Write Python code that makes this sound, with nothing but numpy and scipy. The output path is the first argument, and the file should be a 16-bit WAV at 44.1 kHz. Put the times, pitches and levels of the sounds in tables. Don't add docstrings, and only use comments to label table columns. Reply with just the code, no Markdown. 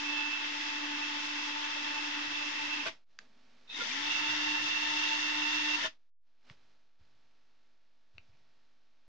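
import sys
import numpy as np
from scipy import signal
from scipy.fft import rfft, irfft, next_fast_len
from scipy.io import wavfile

SR = 44100
rng = np.random.default_rng(int(sys.argv[2]) if len(sys.argv) > 2 else 0)


def to_wav(sig):
    pcm = np.clip(np.atleast_2d(sig), -1, 1) * 32767
    pcm = np.round(pcm).astype(np.int16)
    wavfile.write(sys.argv[1], SR, pcm.T)


def ratio(d):
    e = np.asarray(d, float) / 20
    return 10 ** e


N = 400407
TIME_S = np.arange(N) / SR
FFT_SIZE = next_fast_len(N)
HZ = np.fft.rfftfreq(FFT_SIZE, 1 / SR) + 1e-3
FRAME = round(0.02 * SR)

# (frequency [Hz], density [dB per Hz])
FLOOR_COLOUR = [(30, -25), (50, -4.5), (75, -11), (98, -9.5), (150, -6.5), (200, -4), (244, 1.5), (300, -8),
                (350, -6.5), (398, -4.5), (873, -4.5), (971, -6.5), (1450, -5.5), (2180, -7), (3780, -8.5),
                (5320, -11.5), (6800, -20), (9640, -43.5), (12500, -66), (21200, -120)]
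# (frequency [Hz], left-right [dB])
FLOOR_BALANCE = [(60, 5), (210, -3), (740, -1), (2610, -4), (9190, -4.5)]
# (frequency [Hz], power share [0-1])
BUZZ_SHARE = [(50, 0.67), (150, 0.99), (400, 0.53), (1000, 0.54), (2200, 0.28), (5000, .36)]
# (time [s], level [dB], sag [dB/s])
GATE = [(2.93, -63.5, 168.5), (3.045, -94, 900), (3.11, -76, 17), (3.21, -67, 74), (3.27, -72.5, -8),
        (3.7, -63, 28), (5.93, -70.5, 249.5), (5.99, -82.5, 72), (6.1, -96.5, 1500), (6.275, -83.5, -4.5),
        (6.38, -82.5, -110), (6.45, -72, -110), (6.52, -66, 200), (6.56, -73.5, 6), (6.7, -74, 33),
        (7.0, -75.5, 3), (7.75, -79.5, 0), (8.145, -74.5, 5), (8.6, -76, 15), (8.8, -78.5, 0),
        (9.07, -78.5, -4.5)]
# (time [s], peak [dB], frequency [Hz], t60 [s], rumble [dB])
BUMPS = [(2.28, -66, 90, .1, -68), (2.6, -66, 90, .1, -68), (2.871, -59, 79, 0.12, -93),
         (3.194, -70, 230, .08, -85), (5.86, -59, 80, 0.11, -96), (6.19, -78, 55, .06, -110),
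         (6.487, -67, 52, .1, -87), (6.505, -43.5, 140, 0.024, -77), (6.997, -59.5, 75, 0.12, -74),
         (8.142, -53.5, 90, 0.07, -94), (8.179, -56, 86, .08, -80.5), (8.286, -58.5, 95, 0.081, -75)]
# (time [s], [(frequency [Hz], peak [dB], t60 [s], left-right [dB])])
TAPS = [
    (3.1895, [(1300, -47, 0.0092, 7), (1650, -40, .009, -8), (3150, -53, .004, 5), (4200, -49, .004, 4), (1950, -45, .007, 4), (2600, -42.5, 0.0055, 4), (3700, -43.5, 0.004, 6), (4720, -42, 0.0087, -10), (5350, -46, .005, -1), (6100, -50, 0.0046, 8), (6900, -51, .005, 7)]),
    (6.499, [(1150, -49, .006, 2), (1850, -46, .007, 2), (2300, -46, 0.0067, -1), (2800, -45, 0.0085, -1), (3350, -49, .006, 1), (3800, -59, .004, 0), (4750, -58, .004, 0), (4300, -52, .006, -2), (5200, -55, .005, 3)]),
    (8.1819, [(447, -54, .008, 3), (800, -61, .006, 3), (1550, -53, .005, 2), (2110, -51.5, .006, -4), (2650, -39.5, 0.0081, 10), (2420, -63, .07, 4), (3220, -47, .004, 4), (3820, -49, .004, 6), (5000, -62, .004, 3), (1150, -61, .005, 3), (4450, -50.5, .006, 1), (5700, -61, .005, 4)]),
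]
# (middle [s], half length [s], level [dB], frequency [Hz], width [Hz])
CHUCK_RUMBLE = [
    (4.5, .55, -68.5, 125, 40),
    (3.42, .25, -75.5, 235, 110),
    (8.225, .03, -81, 2500, 700),
    (8.345, .022, -81, 2400, 1500),
    (10, 0.27, -88, 246, 60),
]
# (time [s], frequency [Hz], peak [dB], half length [s], left-right [dB])
PINGS = [(2.805, 2628, -38, .008, -11), (2.834, 2600, -42, 0.004, -12), (2.866, 640, -43.5, 0.0072, 14),
         (2.868, 1560, -42, .008, -9), (2.872, 3390, -42, 0.007, 1), (2.871, 2550, -42, .006, 0),
         (3.858, 250, -56, .012, 0), (3.866, 650, -53, .012, 4), (2.889, 360, -50, .008, 0),
         (3.745, 260, -57, .012, 0), (3.772, 300, -54, .01, 0), (5.88, 290, -56, .012, 0),
         (5.853, 2900, -38, .006, 0), (3.696, 3640, -51, .006, 7), (3.753, 3760, -40, .012, 3),
         (3.77, 2130, -41, .007, 4), (3.795, 290, -49, .012, 3), (3.800, 970, -47, 0.021, 0),
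         (3.815, 1403, -37.5, 0.012, -10.5), (3.817, 3390, -39.5, 0.0086, 6), (3.820, 508, -45, 0.009, 9.5),
         (3.914, 2380, -36.5, .006, 8.5), (5.792, 950, -42, .010, 10), (5.842, 3135, -38, 0.009, 4),
         (5.856, 3590, -36, .006, 7.5)]
# (time [s], level [dB], length [s])
CLACKS = [
    (2.872, -41.5, 0.015),
    (3.813, -42, 0.026),
    (5.852, -38, 0.02),
]
# [(frequency [Hz], level [dB], t60 [s])]
CLACK_MODES = [
    [(651, -7.5, 0.091), (1170, -4, 0.044), (1550, 5.5, 0.02), (2470, 0.5, 0.026), (2900, -3, .015),
     (3620, -4, 0.019), (4300, -6.5, 0.014)],
    [(283, -14, 0.049), (498, -12, .04), (1440, -2, 0.051), (2125, -1, 0.047), (3720, 0, 0.03)],
    [(637, -13, 0.084), (1060, -7.5, 0.019), (1430, -1, 0.016), (1743, -2, 0.034), (3050, -4, 0.039)],
]
# (time [s], level [dB])
SQUEEZE = [(3.673, -95), (3.676, -58), (3.695, -60), (3.699, -45), (3.74, -44), (3.77, -49), (3.8, -80)]
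# (frequency [Hz], width [Hz], level [dB])
SWITCH_TONES = [(2600, 140, -11), (3700, 330, -2.5)]
# (trigger pulled [s], let go [s], chuck stopped [s], full speed [turns/s], creep [turns/s per s])
RUN_FIRST = (-2.0, 2.775, 2.885, 293.1, .34)
RUN_SECOND = (3.672, 5.757, 5.864, 299, .3)
# (grind [dB], hum [dB], commutator [dB], whine [dB], drop at power cut [dB], fall once stopped [dB/s])
LOAD_FIRST = (-38, -52.5, -51.5, -54.5, 0, 426)
LOAD_SECOND = (-33.5, -51, -53, -48.5, 0.5, 498)
# (frequency [Hz], density [dB per Hz])
GRIND_FIRST = [(24, -49), (40, -25.5), (54, -40.5), (204, -25), (295, -5.5), (379, -22), (658, -23),
               (886, -16), (971, -9.5), (2380, -9), (2670, -2.5), (2990, -8), (5430, -14), (6830, -23),
               (9640, -50), (12500, -81), (21200, -120)]
GRIND_SECOND = [(24, -56), (40, -24.5), (54, -38), (240, -21.5), (295, -15.5), (456, -24.5), (738, -20.5),
                (886, -9.5), (1170, -8.5), (1980, -7), (2430, -5), (2730, -8.5), (2990, -5), (6230, -15),
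                (9640, -48), (12500, -94.5), (21200, -120)]
# (frequency [Hz], left-right [dB])
GRIND_BALANCE = [(60, 4), (100, -2.5), (180, -1.5), (320, -1), (560, 4), (980, 0.5), (1720, -3.5),
                 (3000, 1), (5250, 6), (9190, 6)]
# (frequency [Hz], width [Hz], level [dB], left-right [dB])
HOUSING_FIRST = [(269, 130, -3, 1), (875, 53, 7, 15.5), (716, 60, 1, -4.5), (1190, 52, -2, -7),
                 (1340, 57, -4, 2), (2340, 200, -2, 5.5), (1977, 450, 4, 6.5), (2420, 450, 2, 2.5),
                 (2657, 610, -4, -9.5), (3315, 680, 3.5, 7.5), (4250, 830, -2.5, -3.5),
                 (5300, 320, 2, -2.5), (7870, 910, -4, -7.5)]
HOUSING_SECOND = [(131, 20, -0.5, 3.5), (290, 45, -1, 10), (905, 200, -0.5, 9), (1190, 65, -3.5, -5),
                  (1560, 100, -2.5, 6.5), (3060, 300, -2, 3), (6300, 900, -2, 4), (7900, 900, -3.5, -5.5),
                  (1790, 120, 4.5, 8), (1980, 220, 4, 4.5), (2440, 240, -10, 4), (2650, 340, 6.5, -5.5),
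                  (3550, 410, 5, 3.5), (3750, 150, 0, -0.5), (4120, 280, -4, -3), (5370, 67, 6.5, -9.5)]
SLACK_DB = [3, -2.5, -2.5, 1, 0, -2, 1]
# (flutter [dB], flutter rate [1/s], coasting fade [dB/s], share of housing tuning [1])
ORDER_HABITS = [(2.0, 12, 30, .2), (3.6, 18, 200, .55), (1.3, 25, 1400, 1.3)]
# (left-right [dB], left lead [rad])
PLACE_FIRST = [(-1.5, .45), (2.8, 2.2), (-22, -1.1)]
PLACE_SECOND = [(-1.9, .55), (9, 1.9), (-22, -2.5)]
# (multiple [1], level re commutator [dB], left-right [dB])
WEAK_ORDERS = [(2, -17, 8), (5, -14, -7.5), (6, -8, 8.5), (12, -11.5, 7)]
# (middle [s], half length [s], multiple [1], lift [dB])
FLARES = [(.225, .165, 9, 7), (3.91, .025, 1, 4), (3.85, .035, 1, -8), (4.0, .05, 3, 6), (.55, .13, 9, -3),
          (.85, .1, 9, -1.5), (1.17, .03, 9, -4), (1.65, .06, 9, -3), (4.22, .05, 9, 2), (5.73, .035, 9, 3),
          (2.75, .03, 9, 4), (5.63, .09, 5, 11), (5.38, .04, 5, 8), (4.15, .06, 2, 4), (5.1, .3, 2, 4),
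          (.25, .25, 2, -5), (4.42, .03, 3, -5), (4.68, .04, 3, -6), (4.95, .08, 3, 2), (4.7, .04, 6, 11),
          (4.88, .04, 6, 12), (5.68, .07, 6, 7), (.45, .08, 1, -4), (.95, .15, 1, 2.5), (4.02, .035, 1, 4),
          (4.08, .03, 1, -2), (4.15, .04, 1, -3), (4.45, .1, 1, 2), (4.68, .1, 1, -3), (2.5, .15, 1, -3),
          (5.54, .05, 1, 3), (5.11, .06, 3, 5), (5.23, .05, 3, -8), (5.36, .04, 3, 4), (5.48, .05, 3, 4.5)]
# (frequency [Hz], width [Hz], level re whine [dB])
SKIRT_FIRST = [(2628, 200, -5), (2760, 79, -7.5), (2666, 45, -9)]
SKIRT_SECOND = [(2690, 60, -7), (2803, 26, -4), (2750, 120, -5)]
# (middle [s], half length [s], level [dB])
CLIMB = (3.84, 0.052, -57)
# (frequency [Hz], level re grind [dB], left-right [dB])
CONTROLLER = [(5100, -33, 6), (7096, -38, 5), (7600, -47, 0)]


def rms_one(x):
    return x / np.sqrt(np.mean(x ** 2) + 1e-20)


def at_hz(points):
    hz, values = np.transpose(points)
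    return np.interp(np.log(HZ), np.log(hz), values)


def sides(db):
    return ratio(np.array([db, -db]) / 2)


def pan(x, db):
    return x * sides(db)[:, None]


def shaped(x, gain):
    return irfft(rfft(x, FFT_SIZE) * gain, FFT_SIZE)[..., :N]


def band(rows):
    return sum(ratio(db) / np.sqrt(width) / (1 + (2 * (HZ - hz) / width) ** 2) for hz, width, db in rows)


def drift(rate_hz):
    pole = np.exp(-80 * np.pi * rate_hz / SR)
    noise = rng.standard_normal(N // 40 + 2002)
    slow = signal.lfilter([1], [1, -2 * pole, pole ** 2], noise)[2000:]
    return np.interp(np.arange(N) / 40, np.arange(len(slow)), rms_one(slow))


def swell(t, rise_s, t60_s):
    return np.where(t < 0, np.exp(-(t / rise_s) ** 2), ratio(-60 * t / t60_s))


def ring(x, hz, t60_s):
    pole, turn = ratio(-60 / (t60_s * SR)), 2 * np.pi * hz / SR
    return signal.lfilter([0, np.sin(turn)], [1, -2 * pole * np.cos(turn), pole ** 2], x + 1e-18)


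def framed_noise(share, alike):
    bins = FRAME // 2 + 1
    lines = np.exp(2j * np.pi * rng.random((3, bins))) * ratio(rng.normal(0, 1.5, bins))
    pattern = np.tile(rms_one(irfft(lines, FRAME)), N // FRAME + 1)[:, :N]
    fresh = rng.standard_normal((3, N))
    noise = np.sqrt(1 - share) * fresh + np.sqrt(share) * pattern
    return np.sqrt(alike) * noise[0] + np.sqrt(1 - alike) * noise[1:]


def gate():
    open_db_per_s = 303
    level_db = np.full(N, -140.)
    ends_s = [row[0] for row in GATE[1:]] + [N / SR]
    for (s, db, sag_db_per_s), end_s in zip(GATE, ends_s):
        since_s = TIME_S - s
        shape_db = db + np.where(since_s < 0, open_db_per_s, -sag_db_per_s) * since_s
        level_db = np.where(TIME_S < end_s, np.maximum(level_db, shape_db), level_db)
    return level_db


def recorder_floor():
    hiss, buzz = framed_noise(share=0, alike=0.7), framed_noise(share=1, alike=0.96)
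    buzz[:, round(0.0119 * SR)::FRAME] += 14.0
    buzz[:, round(0.0169 * SR)::FRAME] -= 11.0
    gain = ratio(at_hz(FLOOR_COLOUR)) * sides(at_hz(FLOOR_BALANCE))
    share = at_hz(BUZZ_SHARE)
    level_db = gate()
    hiss_lift_db = 0.39 * np.clip(level_db + 75.5, 0, 12)
    hiss = ratio(hiss_lift_db) * shaped(hiss, gain * np.sqrt(1 - share))
    buzz = shaped(buzz, gain * np.sqrt(share))
    return ratio(level_db + 0.3 * drift(30)) * (hiss + buzz) / np.sqrt(np.mean(gain ** 2))


def bumps():
    out, t = np.zeros(N + 2 * SR), np.arange(-2000, SR) / SR
    rumble = rms_one(shaped(rng.standard_normal(N), band([(70, 40, -7.5), (125, 85, 6.5)])))
    for k, (s, db, hz, t60_s, rumble_db) in enumerate(BUMPS):
        i = round(s * SR) - 2000
        boards = np.sin(2 * np.pi * hz * t) + 0.4 * np.sin(2 * np.pi * 1.61 * hz * t)
        out[i:i + len(t)] += ratio(db) * swell(t - 0.86 / hz, 0.43 / hz, t60_s) * boards
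        lingering = rumble[k * 9000:][:len(t)]
        out[i:i + len(t)] += ratio(rumble_db) * swell(t, 0.003, 1.1) * lingering
    return shaped(out[:N], 1 / (1 + (HZ / 400) ** 2))


def taps():
    out, t = np.zeros((2, N)), np.arange(-200, 4000) / SR
    for s, modes in TAPS:
        i = round(s * SR) - 200
        for hz, db, t60_s, pan_db in modes:
            lag_s = rng.uniform(-0.0005, 0.0007)
            phase = rng.uniform(0, 2 * np.pi) + rng.uniform(-0.7, 0.7, (2, 1))
            tone = np.cos(2 * np.pi * hz * t + phase)
            out[:, i:i + len(t)] += pan(ratio(db) * swell(t - lag_s, 0.0005, t60_s) * tone, pan_db)
    late_s = np.arange(round(0.3 * SR)) / SR
    room = rng.standard_normal((2, len(late_s))) * ratio(-36.5 - 60 * late_s / 0.14) * (late_s > 0.003)
    return out + signal.fftconvolve(out.mean(axis=0, keepdims=True), room, axes=1)[:, :N]


def chuck_rumble():
    out = np.zeros((2, N))
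    for middle_s, half_s, db, hz, width_hz in CHUCK_RUMBLE:
        noise = rng.standard_normal(N) + 0.7 * rng.standard_normal((2, N))
        lumps = rms_one(shaped(noise, band([(hz, width_hz, 0)]) ** 2))
        out += ratio(db) * np.exp(-((TIME_S - middle_s) / half_s) ** 4) * lumps
    return out


def pings():
    out, t = np.zeros((2, N)), np.arange(-2000, 2000) / SR
    for s, hz, db, half_s, pan_db in PINGS:
        i = round(s * SR) - 2000
        tone = np.sin(2 * np.pi * hz * t + rng.uniform(0, 1.5, (2, 1)))
        out[:, i:i + len(t)] += pan(ratio(db) * np.exp(-(t / half_s) ** 2) * tone, pan_db)
    return out


def clacks():
    out, t = np.zeros((2, N)), np.arange(-2000, 12000) / SR
    high_pass = signal.butter(2, 200, "high", fs=SR, output="sos")
    for (s, db, length_s), modes in zip(CLACKS, CLACK_MODES):
        blows = ratio(db - 17.5) * np.exp(-(t / length_s) ** 2) * rng.standard_normal((2, len(t)))
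        blows = signal.sosfilt(high_pass, blows)
        i = round(s * SR) - 2000
        out[:, i:i + len(t)] = sum(ratio(mode_db) * ring(blows, hz, t60_s) for hz, mode_db, t60_s in modes)
    return out


def switch():
    s, db = np.transpose(SQUEEZE)
    level_db = np.interp(TIME_S, s, db, left=-140, right=-140)
    return ratio(level_db) * rms_one(shaped(rng.standard_normal((2, N)), band(SWITCH_TONES)))


def rotor(run):
    pulled_at_s, let_go_at_s, stopped_at_s, full, creep = run
    pulled_s, let_go_s, stopped_s = (
        np.maximum(TIME_S - s, 0) for s in (pulled_at_s, let_go_at_s, stopped_at_s))
    spin_up = 1 - np.exp(-(pulled_s / 0.16) ** 1.7)
    settle = 1 - 0.08 * np.exp(-pulled_s / 0.13)
    top = full + creep * np.minimum(pulled_s, let_go_at_s - pulled_at_s)
    brake_turns_per_s2 = 180
    speed = np.maximum(top * spin_up * settle - brake_turns_per_s2 * let_go_s, 0)
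    return speed, top, pulled_s, let_go_s, stopped_s


def flare_db(multiple):
    t = np.arange(0, N, 64) / SR
    lift_db = np.zeros(len(t))
    for s, half_s, order, db in FLARES:
        if order == multiple:
            lift_db += db * np.exp(-((t - s) / half_s) ** 4)
    return np.interp(TIME_S, t, lift_db)


def patchy(x, gain, slack, own_db):
    spectrum = rfft(x, FFT_SIZE) * gain
    centres = np.log(np.array([500, 1100, 1700, 2200, 3000, 3700, 5500]))
    out = np.zeros((2, N))
    for row, db in zip(np.eye(len(centres)), SLACK_DB):
        share = np.interp(np.log(HZ), centres, row)
        region = irfft(spectrum * share, FFT_SIZE)[:, :N]
        out += ratio(own_db * drift(6.2) + db * slack) * region
    return out


def grind(turns, slack, colour, housing, level_db):
    gain = ratio(at_hz(colour)) * sides(at_hz(GRIND_BALANCE))
    for hz, width_hz, db, pan_db in housing:
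        near = 1 / (1 + (2 * (HZ - hz) / width_hz) ** 2)
        gain = gain * ratio(db * near) * sides(pan_db * near)
    alike = 0.5 / (1 + (HZ / 240) ** 4)
    rub = 1 + 0.074 * np.cos(turns) + 0.14 * np.cos(2 * turns)
    noise = framed_noise(share=0.009, alike=0.014) * rub
    noise = patchy(noise, gain * np.sqrt(1 - alike), slack, own_db=0.8)
    noise += shaped(rng.standard_normal(N), gain * np.sqrt(alike))
    return ratio(level_db + 0.41 * drift(25)) * rms_one(noise)


def whine_skirt(skirt):
    window = 0.5 / (1 + ((HZ - 2730) / 170) ** 4)
    rough = shaped(rng.standard_normal((2, N)), band(skirt) * np.sqrt(SR) * window)
    return pan(ratio(1.5) * rough, -21)


def climb_strand(turns):
    middle_s, half_s, db = CLIMB
    level = ratio(db + 4.6 * drift(25)) * np.exp(-((TIME_S - middle_s) / half_s) ** 2)
    return pan(level * np.sin(3 * turns), 4.1)


def controller():
    return sum(pan(ratio(db) * np.sin(2 * np.pi * hz * TIME_S), pan_db) for hz, db, pan_db in CONTROLLER)


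def burst(run, load, colour, housing, skirt, places):
    speed, top, pulled_s, let_go_s, stopped_s = rotor(run)
    grind_db, *order_levels_db, cut_db, fall_db_per_s = load
    wake_db = -42 * np.exp(-pulled_s / 0.038)
    effort_db = np.where(pulled_s > 0, wake_db - fall_db_per_s * stopped_s, -np.inf)
    bite_db = -5.5 * np.exp(-pulled_s / 0.15)
    unload_db = -cut_db * (1 - np.exp(-let_go_s / 0.0049))
    level_db = grind_db + effort_db + bite_db + unload_db
    turns = 2 * np.pi * np.cumsum(speed * (1 + 0.0016 * drift(22))) / SR
    tuned = 1 / (1 + ((1 - speed / top) / 0.022) ** 2)
    out = grind(turns, 1 - tuned, colour, housing, level_db)

    gains = []
    for db, (flutter_db, rate_hz, fade_db_per_s, reach) in zip(order_levels_db, ORDER_HABITS):
        order_db = db + effort_db + flutter_db * drift(rate_hz) - fade_db_per_s * let_go_s
        gains.append(ratio(order_db) * tuned ** reach * (speed / top) ** 2)
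    hum, commutator, whine = gains
    for multiple, gain, (pan_db, lead_rad) in zip((1, 3, 9), gains, places):
        tone = np.sin(multiple * turns + np.array([[lead_rad], [0]]))
        out += pan(ratio(5.5 + flare_db(multiple)) * gain * tone, pan_db)
    for multiple, db, pan_db in WEAK_ORDERS:
        tone = np.sin(multiple * turns + rng.uniform(0, 2.1, (2, 1)))
        out += pan(commutator * ratio(db + flare_db(multiple) + 3.9 * drift(24)) * tone, pan_db)

    out += whine * whine_skirt(skirt)
    out += (speed > 0) * (stopped_s == 0) * climb_strand(turns)
    out += ratio(level_db) * (let_go_s == 0) * controller()
    return out


def scene():
    background = recorder_floor() + bumps() + taps()
    drill = chuck_rumble() + pings() + clacks() + switch()
    drill += burst(RUN_FIRST, LOAD_FIRST, GRIND_FIRST, HOUSING_FIRST, SKIRT_FIRST, PLACE_FIRST)
    drill += burst(RUN_SECOND, LOAD_SECOND, GRIND_SECOND, HOUSING_SECOND, SKIRT_SECOND, PLACE_SECOND)
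    return background + drill


def top_cut(x):
    return signal.sosfilt(signal.butter(12, 9790, fs=SR, output="sos"), x)


def record(dry):
    mix = dry + 0.00138
    return top_cut(mix)


dry = scene()
out = record(dry)
to_wav(out)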